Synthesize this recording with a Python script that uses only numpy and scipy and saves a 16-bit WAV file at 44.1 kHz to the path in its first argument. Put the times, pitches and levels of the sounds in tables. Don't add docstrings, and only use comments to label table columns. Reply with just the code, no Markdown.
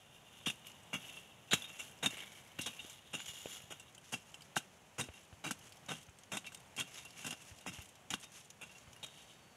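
import sys
import numpy as np
from scipy import signal
from scipy.io import wavfile

SR = 44100
rng = np.random.default_rng(int(sys.argv[2]) if len(sys.argv) > 2 else 0)


def master_out(mix):
    frames = np.transpose(np.atleast_2d(mix))
    ceiling = np.clip(frames, -1, 1)
    pcm = np.round(ceiling * 32767).astype(np.int16)
    wavfile.write(sys.argv[1], SR, pcm)


N = 421596
SECOND_SPOT_S = 3.9


def amp(db):
    return 10 ** (np.asarray(db) / 20)


def unit(x):
    return x / np.sqrt(np.sum(x ** 2) + 1e-20)


def add(mix, s, sound):
    part = mix[max(round(s * SR), 0):][:len(sound)]
    part += sound[:len(part)]


def through(x, response):
    return signal.oaconvolve(x, response)[:len(x)]


def click(spectrum, size=8192):
    hz, db = np.transpose(spectrum)
    bins_hz = abs(np.fft.fftfreq(size, 1 / SR))
    log_gain = np.log(amp(np.interp(np.log(bins_hz + 1), np.log(hz), db)))
    front_loaded = np.exp(np.conj(signal.hilbert(log_gain)))
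    return unit(np.fft.ifft(front_loaded).real[:size // 2])


def mode(hz, t60):
    t = np.arange(SR // 5) / SR
    return unit(np.exp(-np.log(1000) * t / t60) * np.sin(2 * np.pi * hz * t))


def grains(count, per_s, spread_db):
    size = amp(abs(spread_db) * np.minimum(rng.exponential(1, count), 4))
    sign = rng.choice([-1, 1], count)
    lands = rng.random(count) < per_s / SR
    return np.sqrt(count) * unit(size * sign * lands)


def wander(count, per_s):
    targets = rng.standard_normal(N // 20)
    return np.interp(np.arange(count) * per_s / SR, np.arange(len(targets)), targets)


def push(t, rise, hold, fall):
    return np.minimum(t / rise, 1) * np.exp(-np.maximum(t - hold, 0) / fall)


def excite(force, impacts, response):
    return np.linalg.norm(force) * unit(through(force * impacts, response))


# f/Hz, level/dB
AIR_SPECTRUM = [(25, 8), (45, -11), (80, -1.5), (125, 1), (200, -1.5), (310, -9), (750, -5.5),
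                (1250, -11.5), (2000, -13), (3000, -11), (4600, -25.5), (6500, -19.5), (11000, -27),
                (15500, -34)]
def air(level_db=-61.5):
    gain = amp(level_db + wander(N, per_s=4.6))
    return gain * through(rng.standard_normal(N), click(AIR_SPECTRUM))


# f/Hz, fade time in free air/s, level at first spot/dB, level at second spot/dB
BLADE_MODES = [(2000, 0.016, -43, -6), (2315, 0.022, -5, -1), (2751, 0.16, 3.5, 8), (2848, 0.11, 6, -32),
               (2877, 0.0094, -9, -8), (3050, 0.021, -10, -14), (3246, 0.086, -4, 2),
               (3484, 0.032, -8, -11), (3690, 0.2, -6.5, -6.5), (3708, 0.25, -10, -3.5),
               (3890, 0.082, -37, -8), (4500, 0.06, -41, -16), (5130, 0.054, -38, -8.5),
               (5930, 0.046, -22, -13), (6260, 0.13, -11.5, -24), (6950, 0.045, -9, -26),
               (8740, .055, -10, -5.5), (10900, 0.07, -18, -13), (12300, 0.08, -24, -19)]
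# f/Hz, level/dB
SCRAPE_SPECTRUM = [(1000, -9.5), (1900, -7.5), (2400, 1), (2900, 11.5), (3650, 4.5), (4100, -30.5),
                   (5000, -36), (11000, -27), (15500, -45)]
def blade(s, loss, scrape_db, clink_db=0, scatter_db=4.5):
    clink_hz, clink_width_hz = 3600, 340
    ring = 0
    for hz, t60, *spot_db in BLADE_MODES:
        db = spot_db[int(s > SECOND_SPOT_S)] + scatter_db * rng.standard_normal()
        db += clink_db * np.exp(-((hz - clink_hz) / clink_width_hz) ** 2)
        detune = 1 + 0.00063 * loss * rng.standard_normal()
        ring = ring + amp(db) * rng.choice([-1, 1]) * mode(hz * detune, 1 / (1 / t60 + loss))
    ring = unit(ring)
    add(ring, 0, amp(scrape_db) * click(SCRAPE_SPECTRUM))
    return unit(ring)


# slide level/dB, patter level/dB
CRUMB_TRICKLE = [(-62, -71), (-91, -71)]
# t/s at the thickest, spread/s, slide level/dB, patter level/dB
SOIL_THROWS = [(0.39, 0.049, -58, -65.5), (0.679, 0.025, -54, -62), (1.08, 0.073, -51.5, -60),
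               (1.659, 0.081, -54, -61.5), (1.846, 0.038, -54, -55.5), (2.16, 0.06, -47, -57.5),
               (2.349, 0.072, -58.5, -61.5), (2.719, 0.054, -55, -60.5), (2.861, 0.039, -53, -57.5),
               (3.209, 0.036, -47.5, -61), (3.35, 0.11, -48.5, -56), (3.53, 0.05, -49, -54.5),
               (4.08, 0.03, -62, -58.5), (4.29, 0.029, -65, -66), (5.169, 0.042, -61, -62),
               (5.65, 0.028, -60, -58), (5.961, 0.032, -53.5, -60.5), (6.459, 0.011, -49, -57.5),
               (6.98, 0.062, -55.5, -57), (7.241, 0.062, -52, -55), (7.469, 0.073, -62, -59.5),
               (7.77, 0.04, -53, -56.5), (8.238, 0.015, -53, -55.5), (8.37, 0.033, -60.5, -56),
               (8.719, 0.069, -66, -64), (9.219, 0.092, -57.5, -64)]
def soil_flow(step_s=0.002):
    cave_in_db, cave_in_s = -13, 0.035
    shatter_db, shatter_s = -8.5, 0.0068
    t = np.arange(0, N / SR, step_s)
    power = amp(CRUMB_TRICKLE)[(t > SECOND_SPOT_S).astype(int)] ** 2
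    showers = [(s, spread, spread, *levels_db) for s, spread, *levels_db in SOIL_THROWS]
    for s, length, _, crunch_db, ring_db, *_ in BLADE_STROKES:
        showers.append((s + length, length / 2, cave_in_s, ring_db + cave_in_db, crunch_db + cave_in_db))
    for s, _, crunch_db, *_ in STONE_HITS:
        showers.append((s + step_s, step_s, shatter_s, -np.inf, crunch_db + shatter_db))
    for s, rise, fall, *levels_db in showers:
        before, after = np.minimum(t - s, 0) / rise, np.maximum(t - s, 0) / fall
        swell = np.exp(-before ** 2 / 2 + 1 - np.hypot(1, after))
        power += np.outer(swell, amp(levels_db)) ** 2
    return [np.interp(np.arange(N) / SR, t, flow) for flow in np.sqrt(power).T]


# f/Hz, level/dB
PATTER_SPECTRUM = [(50, -22.5), (130, 2), (400, -5), (1500, -2), (3000, -1), (4600, -6), (6400, 3.5),
                   (8500, -4.5), (9800, -3.5), (11000, 2), (13000, -10.5), (15500, -15)]
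def spill(slide_db=-5, patter_db=-0.27):
    slide, patter = soil_flow()
    clumps = amp(2.36 * wander(N, per_s=61))
    sliding = amp(slide_db) * slide * clumps * grains(N, per_s=900, spread_db=2.5)
    falling = amp(patter_db) * patter * clumps * grains(N, per_s=2600, spread_db=2.4)
    out = through(falling, click(PATTER_SPECTRUM))
    starts = [0] + [stroke[0] for stroke in BLADE_STROKES]
    for start, end in zip(starts, starts[1:] + [N / SR]):
        steel = blade(start, loss=25, scrape_db=-1.5, scatter_db=7)
        add(out, start, signal.fftconvolve(sliding[round(start * SR):round(end * SR)], steel))
    return out


def singing(pitch_hz, ring_share=0.97):
    hz, t60, *_ = min(BLADE_MODES, key=lambda row: abs(row[0] - pitch_hz))
    ring = mode(hz, t60 * ring_share)
    return unit(ring * (1 + 0.75 * wander(len(ring), per_s=380)))


# f/Hz, level/dB
CRUNCH_SPECTRUM = [(40, -56), (150, -7), (350, -1), (600, -2), (800, 0), (980, -6), (1550, 1), (1900, -5.5),
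                   (2600, 2), (4200, -15), (8000, -52.5)]
def lumps(count=170, ring_db=-4):
    out, t = np.zeros(N), np.arange(SR // 10) / SR
    burst = push(t, rise=0.00099, hold=0.001, fall=0.0015)
    crumb = click(CRUNCH_SPECTRUM) + click(SCRAPE_SPECTRUM)
    for k, (delay, smallness, place) in enumerate(rng.random((count, 3))):
        s, spread, slide_db, _ = SOIL_THROWS[k % len(SOIL_THROWS)]
        lump = amp(ring_db) * singing(2500 + 1100 * place, ring_share=0.6)
        add(lump, 0, unit(through(burst * rng.standard_normal(len(t)), crumb)))
        peak_db = slide_db + 8 - 10 * smallness
        add(out, s + 3 * spread * (delay - 0.5), amp(peak_db) * lump / abs(lump).max())
    return out


def pebble(hz, grit):
    body = amp(-2) * mode(hz, t60=0.004)
    add(body, 0, grit)
    return unit(body[:len(grit)])


def any_pebble(grit, usual_hz=8030, spread=0.19):
    return pebble(usual_hz * np.exp(spread * np.clip(rng.standard_normal(), -2, 2)), grit)


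# f/Hz, level/dB
GRIT_SPECTRUM = [(1500, -12), (3000, 7.5), (4600, -7), (5600, 1.5), (6700, 5), (8300, -0.5), (10000, -3),
                 (11000, -2.5), (13000, -11.5), (15500, -26)]
# t/s, peak level/dB, f/Hz
PEBBLE_TICKS = [(0.716, -49, 6720), (2.613, -36, 8870), (2.617, -33, 9600), (3.259, -41, 6630),
                (3.948, -46.5, 7240), (4.3175, -51.5, 7230), (4.42, -44, 5060), (5.722, -42, 5270),
                (5.8611, -48, 6900), (6.028, -48.5, 8600), (6.1866, -48, 8600), (6.2345, -46, 6700),
                (6.546, -38, 8800), (6.943, -44, 5300), (7.105, -47, 5350), (7.586, -48, 5680),
                (7.954, -47.5, 6050), (8.104, -28.5, 7150), (8.2114, -46, 8500), (8.5025, -41, 6960),
                (8.7824, -46, 7000), (8.93, -46.5, 6700), (9.03, -44, 6140)]
def ticks(count=200, over_patter_db=8, flight_s=0.04, scatter_s=0.063):
    out, t = np.zeros(N), np.arange(SR // 20) / SR
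    grit = click(GRIT_SPECTRUM)
    snap = push(t, rise=0.00059, hold=0.0005, fall=0.0053)
    hits = [(s, db, pebble(hz, grit)) for s, db, hz in PEBBLE_TICKS]
    for k, (delay, smallness) in enumerate(zip(rng.standard_normal(count), rng.random(count))):
        s, _, _, patter_db = SOIL_THROWS[k % len(SOIL_THROWS)]
        landing_s = s + flight_s + scatter_s * delay
        hits.append((landing_s, patter_db + over_patter_db - 8 * smallness, any_pebble(grit)))
    for s, db, body in hits:
        tick = through(snap * rng.standard_normal(len(t)), body)
        add(out, s, amp(db) * tick / abs(tick).max())
    return out


def ground(s, knock_db):
    crunch = np.zeros(SR // 5)
    add(crunch, 0, click(CRUNCH_SPECTRUM))
    if s > SECOND_SPOT_S:
        crunch += amp(knock_db) * unit(sum(amp(db) * mode(hz, t60) for hz, t60, db in KNOCK_MODES))
    return crunch


# loss at first spot/(1/s), loss at second spot/(1/s)
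SOIL_GRIP = (15.8, 13)
# f/Hz, level/dB
THUD_SPECTRUM = [(30, -46), (65, -12), (110, -3), (160, 3), (270, 1), (380, -7.5), (600, -15.5),
                 (1200, -36)]
# t/s, length/s, then level/dB of thud, crunch, ring and grit, then clink boost/dB
BLADE_STROKES = [(0.458, 0.028, -52, -44, -38.5, -49.5, 9), (0.929, 0.025, -49.5, -47.5, -42.5, -52, -4),
                 (1.512, 0.028, -46.5, -39.5, -35, -59, 9), (1.789, 0.019, -66, -57.5, -46.5, -49.5, 7),
                 (2.025, 0.028, -45.5, -43, -41, -45.5, 15), (2.586, 0.0041, -60, -54, -43, -54, -6),
                 (2.606, 0.034, -64, -65, -47.5, -51.5, 14),
                 (2.659, 0.012, -51.5, -46.5, -41.5, -47.5, 6.5), (2.79, 0.0079, -77, -77, -45.5, -78, -1),
                 (3.131, 0.018, -49.5, -49, -40.5, -50, 1), (3.703, 0.019, -60, -52, -49, -52.5, 9),
                 (4.119, 0.022, -48.5, -46.5, -43.5, -46, -18), (4.557, 0.0058, -56, -51, -42, -46, 5),
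                 (4.981, 0.022, -43, -42.5, -46, -43, 8), (5.439, 0.037, -46.5, -45, -44.5, -49.5, -7),
                 (5.884, 0.038, -48.5, -44, -47, -50, 2), (6.316, 0.038, -48.5, -45, -47, -47, 11),
                 (6.462, 0.004, -68, -75, -45, -53, -12), (6.775, 0.037, -51, -47.5, -42, -48.5, 1),
                 (7.243, 0.035, -49.5, -48.5, -48.5, -50, -5), (7.305, 0.02, -78, -50.5, -56, -61, 2),
                 (7.66, 0.026, -48.5, -51, -47.5, -51, 0), (8.102, 0.02, -48.5, -47, -45.5, -50, 0),
                 (8.612, 0.013, -61, -52, -47, -54.5, -13), (9.028, 0.014, -64, -57.5, -47, -53, 12)]
def strokes():
    out, t = np.zeros(N), np.arange(SR // 3) / SR
    thud, grit = click(THUD_SPECTRUM), click(GRIT_SPECTRUM)
    for s, length, thud_db, crunch_db, ring_db, grit_db, clink_db in BLADE_STROKES:
        slips = amp(2.6 * wander(len(t), per_s=260))
        cut = push(t, rise=0.0014, hold=length, fall=0.013) * slips
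        crush = push(t, rise=0.004, hold=length, fall=0.012) * slips
        drag = push(t, rise=0.005, hold=length, fall=0.014) * slips
        heave = push(t, rise=0.0086, hold=length + 0.002, fall=0.023)
        crumbs = grains(len(t), per_s=8000, spread_db=3)
        steel = blade(s, loss=SOIL_GRIP[int(s > SECOND_SPOT_S)], scrape_db=-9.5, clink_db=clink_db)
        add(out, s, amp(thud_db) * excite(heave, crumbs, thud))
        add(out, s, amp(crunch_db) * excite(crush, crumbs, ground(s, knock_db=-13.5)))
        add(out, s, amp(ring_db) * excite(cut, crumbs, steel))
        add(out, s, amp(grit_db) * excite(drag, crumbs, grit))
    return out


# t/s, then relative level/dB of thud, crunch, ring and grit
STONE_HITS = [(0.459, -64, -67, -32.5, -59), (0.469, -38, -39, -54, -61), (0.499, -71, -57, -33.5, -37),
              (0.938, -43, -46.5, -35.5, -59), (1.509, -67, -57, -37, -68),
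              (1.532, -31.5, -28.5, -25.5, -25), (1.54, -72, -43, -52, -27),
              (2.059, -37, -36.5, -23.5, -29), (2.067, -39, -40, -49, -40), (2.589, -42, -46, -39.5, -60),
              (2.661, -68, -49, -42, -34), (3.14, -59, -47, -39, -50), (3.202, -66, -51, -53, -70),
              (4.137, -57, -44.5, -37, -45), (4.566, -40.5, -35.5, -43, -32), (4.571, -47, -52, -37, -27.5),
              (5.01, -79, -62, -33.5, -49), (5.509, -43, -41, -46, -28.5), (5.917, -49, -51, -48, -51),
              (6.369, -49, -43.5, -35, -32), (6.764, -72, -55, -51, -39.5), (6.798, -63, -53, -57, -30),
              (6.808, -74, -71, -34, -52), (7.264, -66, -53, -54, -33), (7.306, -73, -63, -42, -34.5),
              (7.326, -51, -65, -42, -45), (8.137, -44, -37.5, -32, -55)]
def stones():
    out, t = np.zeros(N), np.arange(SR // 4) / SR
    thud, grit = click(THUD_SPECTRUM), click(GRIT_SPECTRUM)
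    crack = 1.6 * push(t, rise=0.0013, hold=0.0014, fall=0.0027)
    splinter = 0.56 * push(t, rise=0.0015, hold=0.00047, fall=0.0088)
    heave = 1.6 * push(t, rise=0.0011, hold=0.0022, fall=0.0045)
    for s, thud_db, crunch_db, ring_db, grit_db in STONE_HITS:
        *_, clink_db = min(BLADE_STROKES, key=lambda row: abs(row[0] - s))
        steel = blade(s, loss=SOIL_GRIP[int(s > SECOND_SPOT_S)], scrape_db=-7, clink_db=clink_db)
        cracks = grains(len(t), per_s=9000, spread_db=1)
        rocking_ground = amp(-18.5) * mode(175, t60=0.05) + amp(-22) * mode(263, t60=0.033)
        add(rocking_ground, 0, thud)
        add(out, s, amp(thud_db) * excite(heave, cracks, rocking_ground))
        add(out, s, amp(crunch_db) * excite(crack, cracks, ground(s, knock_db=5)))
        add(out, s, amp(ring_db - 1.5) * excite(crack, cracks, steel))
        add(out, s, amp(grit_db) * excite(splinter, cracks, grit))
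    return out


# t/s, relative level/dB of ring and of grit, f/Hz near the tone that sings
PEBBLE_CLINKS = [(0.668, -59, -46, 2350), (1.167, -46, -67, 2770), (1.62, -43.5, -48.5, 3500),
                 (1.64, -40.5, -60, 3640), (1.694, -47, -52, 2770), (2.105, -46, -43, 2770),
                 (2.17, -43.5, -50, 2770), (2.204, -45, -50, 3070), (2.897, -54, -43.5, 2350),
                 (3.259, -51, -46, 3280), (3.281, -45, -50, 3070), (3.797, -53, -46.5, 2770),
                 (3.979, -53.5, -55, 3070), (4.343, -46.5, -47.5, 3050), (4.408, -56, -57, 3070),
                 (5.039, -46, -48, 2770), (5.137, -54, -57, 2770), (6.521, -54, -53, 2770),
                 (6.546, -55, -55, 3680), (6.975, -48, -49, 3690), (7.05, -49, -48, 2770),
                 (7.192, -55, -48, 2770), (7.61, -54, -54, 2860), (7.818, -69, -49, 3730),
                 (8.238, -51.5, -48, 3680), (8.694, -53, -71, 2770), (8.75, -54, -68, 2770),
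                 (8.962, -55, -56, 2860), (9.063, -52.5, -48.5, 3680)]
def clinks(jolt_size=10, sing_db=2, earth_db=-7):
    out, t = np.zeros(N), np.arange(SR // 4) / SR
    grit = click(GRIT_SPECTRUM)
    crack = 0.96 * push(t, rise=0.0012, hold=0.00081, fall=0.0042)
    splinter = 0.66 * push(t, rise=0.00089, hold=0.0006, fall=0.0089)
    for s, ring_db, grit_db, pitch_hz in PEBBLE_CLINKS:
        steel = blade(s, loss=3.9, scrape_db=-12)
        cracks = grains(len(t), per_s=10000, spread_db=3.5)
        jolt = cracks.copy()
        add(jolt, 0.001, np.array([jolt_size]))
        add(out, s, amp(ring_db + earth_db) * excite(splinter, cracks, ground(s, knock_db=-3)))
        add(out, s, amp(ring_db - 2) * excite(crack, jolt, steel))
        add(out, s, amp(grit_db) * excite(splinter, cracks, any_pebble(grit)))
        add(out, s, amp(ring_db + sing_db) * np.linalg.norm(splinter) * singing(pitch_hz))
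    return out


# t/s, relative level/dB, f/Hz (heavy ones are low)
CLOD_HITS = [(2.134, -40, 450), (2.847, -42, 298), (3.29, -46, 120), (3.458, -27.5, 503),
             (3.637, -47.5, 130), (3.708, -40.5, 370), (5.087, -38, 480), (5.088, -41, 85),
             (5.326, -43.5, 92), (6.086, -45.5, 85), (7.512, -42.5, 86.5), (7.664, -28, 910),
             (7.785, -39, 88.5), (8.874, -47, 86)]
def clods(cycles=0.7, pat_db=-13):
    out, t = np.zeros(N), np.arange(SR // 8) / SR
    for s, db, hz in CLOD_HITS:
        swing = np.sin(2 * np.pi * hz * t) * np.exp(-(hz * t / cycles) ** 2 / 2)
        contact = push(t, rise=0.00029, hold=0.22 / hz, fall=0.46 / hz)
        pat = excite(contact, rng.standard_normal(len(t)), click(CRUNCH_SPECTRUM))
        add(out, s, amp(db) * (0.72 * swing + amp(pat_db) * pat))
    return out


def moist_soil(x, corner_hz=10500, loss_db=-9):
    treble = signal.sosfiltfilt(signal.butter(3, corner_hz, "high", fs=SR, output="sos"), x)
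    at_second_spot = np.arange(N) > SECOND_SPOT_S * SR
    return x - (1 - amp(loss_db)) * treble * at_second_spot


# f/Hz, fade time/s, level/dB
KNOCK_MODES = [(517, 0.027, -11.5), (827, 0.018, -1.5), (1177, 0.014, -1.5), (1358, 0.032, -5.5),
               (1544, 0.02, 3)]
# t/s, peak level/dB, boost of higher tones/(dB per octave)
HARD_BLOWS = [(4.566, -23, -2.5), (5.5085, -30, 5), (6.521, -49, 13), (8.138, -38, -3)]
def knocks(contact_s=0.00081):
    out = np.zeros(N)
    for s, db, tilt_db in HARD_BLOWS:
        body = sum(amp(mode_db + tilt_db * np.log2(hz)) * mode(hz, t60)
                   for hz, t60, mode_db in KNOCK_MODES)
        body *= np.minimum(np.arange(len(body)) / SR / contact_s, 1)
        add(out, s, amp(db) * body / abs(body).max())
    return out


# t/s, level/dB
INSECT_LEVELS = [(3.9, -100), (5.7, -86), (6.6, -86), (8.0, -93), (9.3, -80)]
def insect(pitch_hz=4490, waver_hz=18, flutter_db=3):
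    level_db = np.interp(np.arange(N) / SR, *np.transpose(INSECT_LEVELS))
    level_db += flutter_db * wander(N, per_s=31)
    turns = np.cumsum(pitch_hz + waver_hz * wander(N, per_s=88)) / SR
    return np.sqrt(2) * amp(level_db) * np.sin(2 * np.pi * turns)


def hillside(x, level_db=-18, t60=0.2):
    t = np.arange(SR // 2) / SR
    echoes = rng.standard_normal(len(t)) * (t > 0.005) * np.exp(-np.log(1000) * t / t60)
    return x + amp(level_db) * through(x, unit(echoes))


def scene():
    hits = strokes() + stones() + knocks() + clinks() + lumps() + clods() + ticks()
    return (hillside(hits) + moist_soil(spill()) + air() + insect())[None]


def record(dry, rumble_cut_hz=58, treble_cut_hz=15700):
    thinned = signal.sosfilt(signal.butter(3, rumble_cut_hz, "high", fs=SR, output="sos"), dry)
    low_pass = signal.firwin(511, treble_cut_hz, window=("kaiser", 9), fs=SR)
    return signal.oaconvolve(thinned, low_pass[None], "same")


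dry = scene()
out = record(dry)
master_out(out)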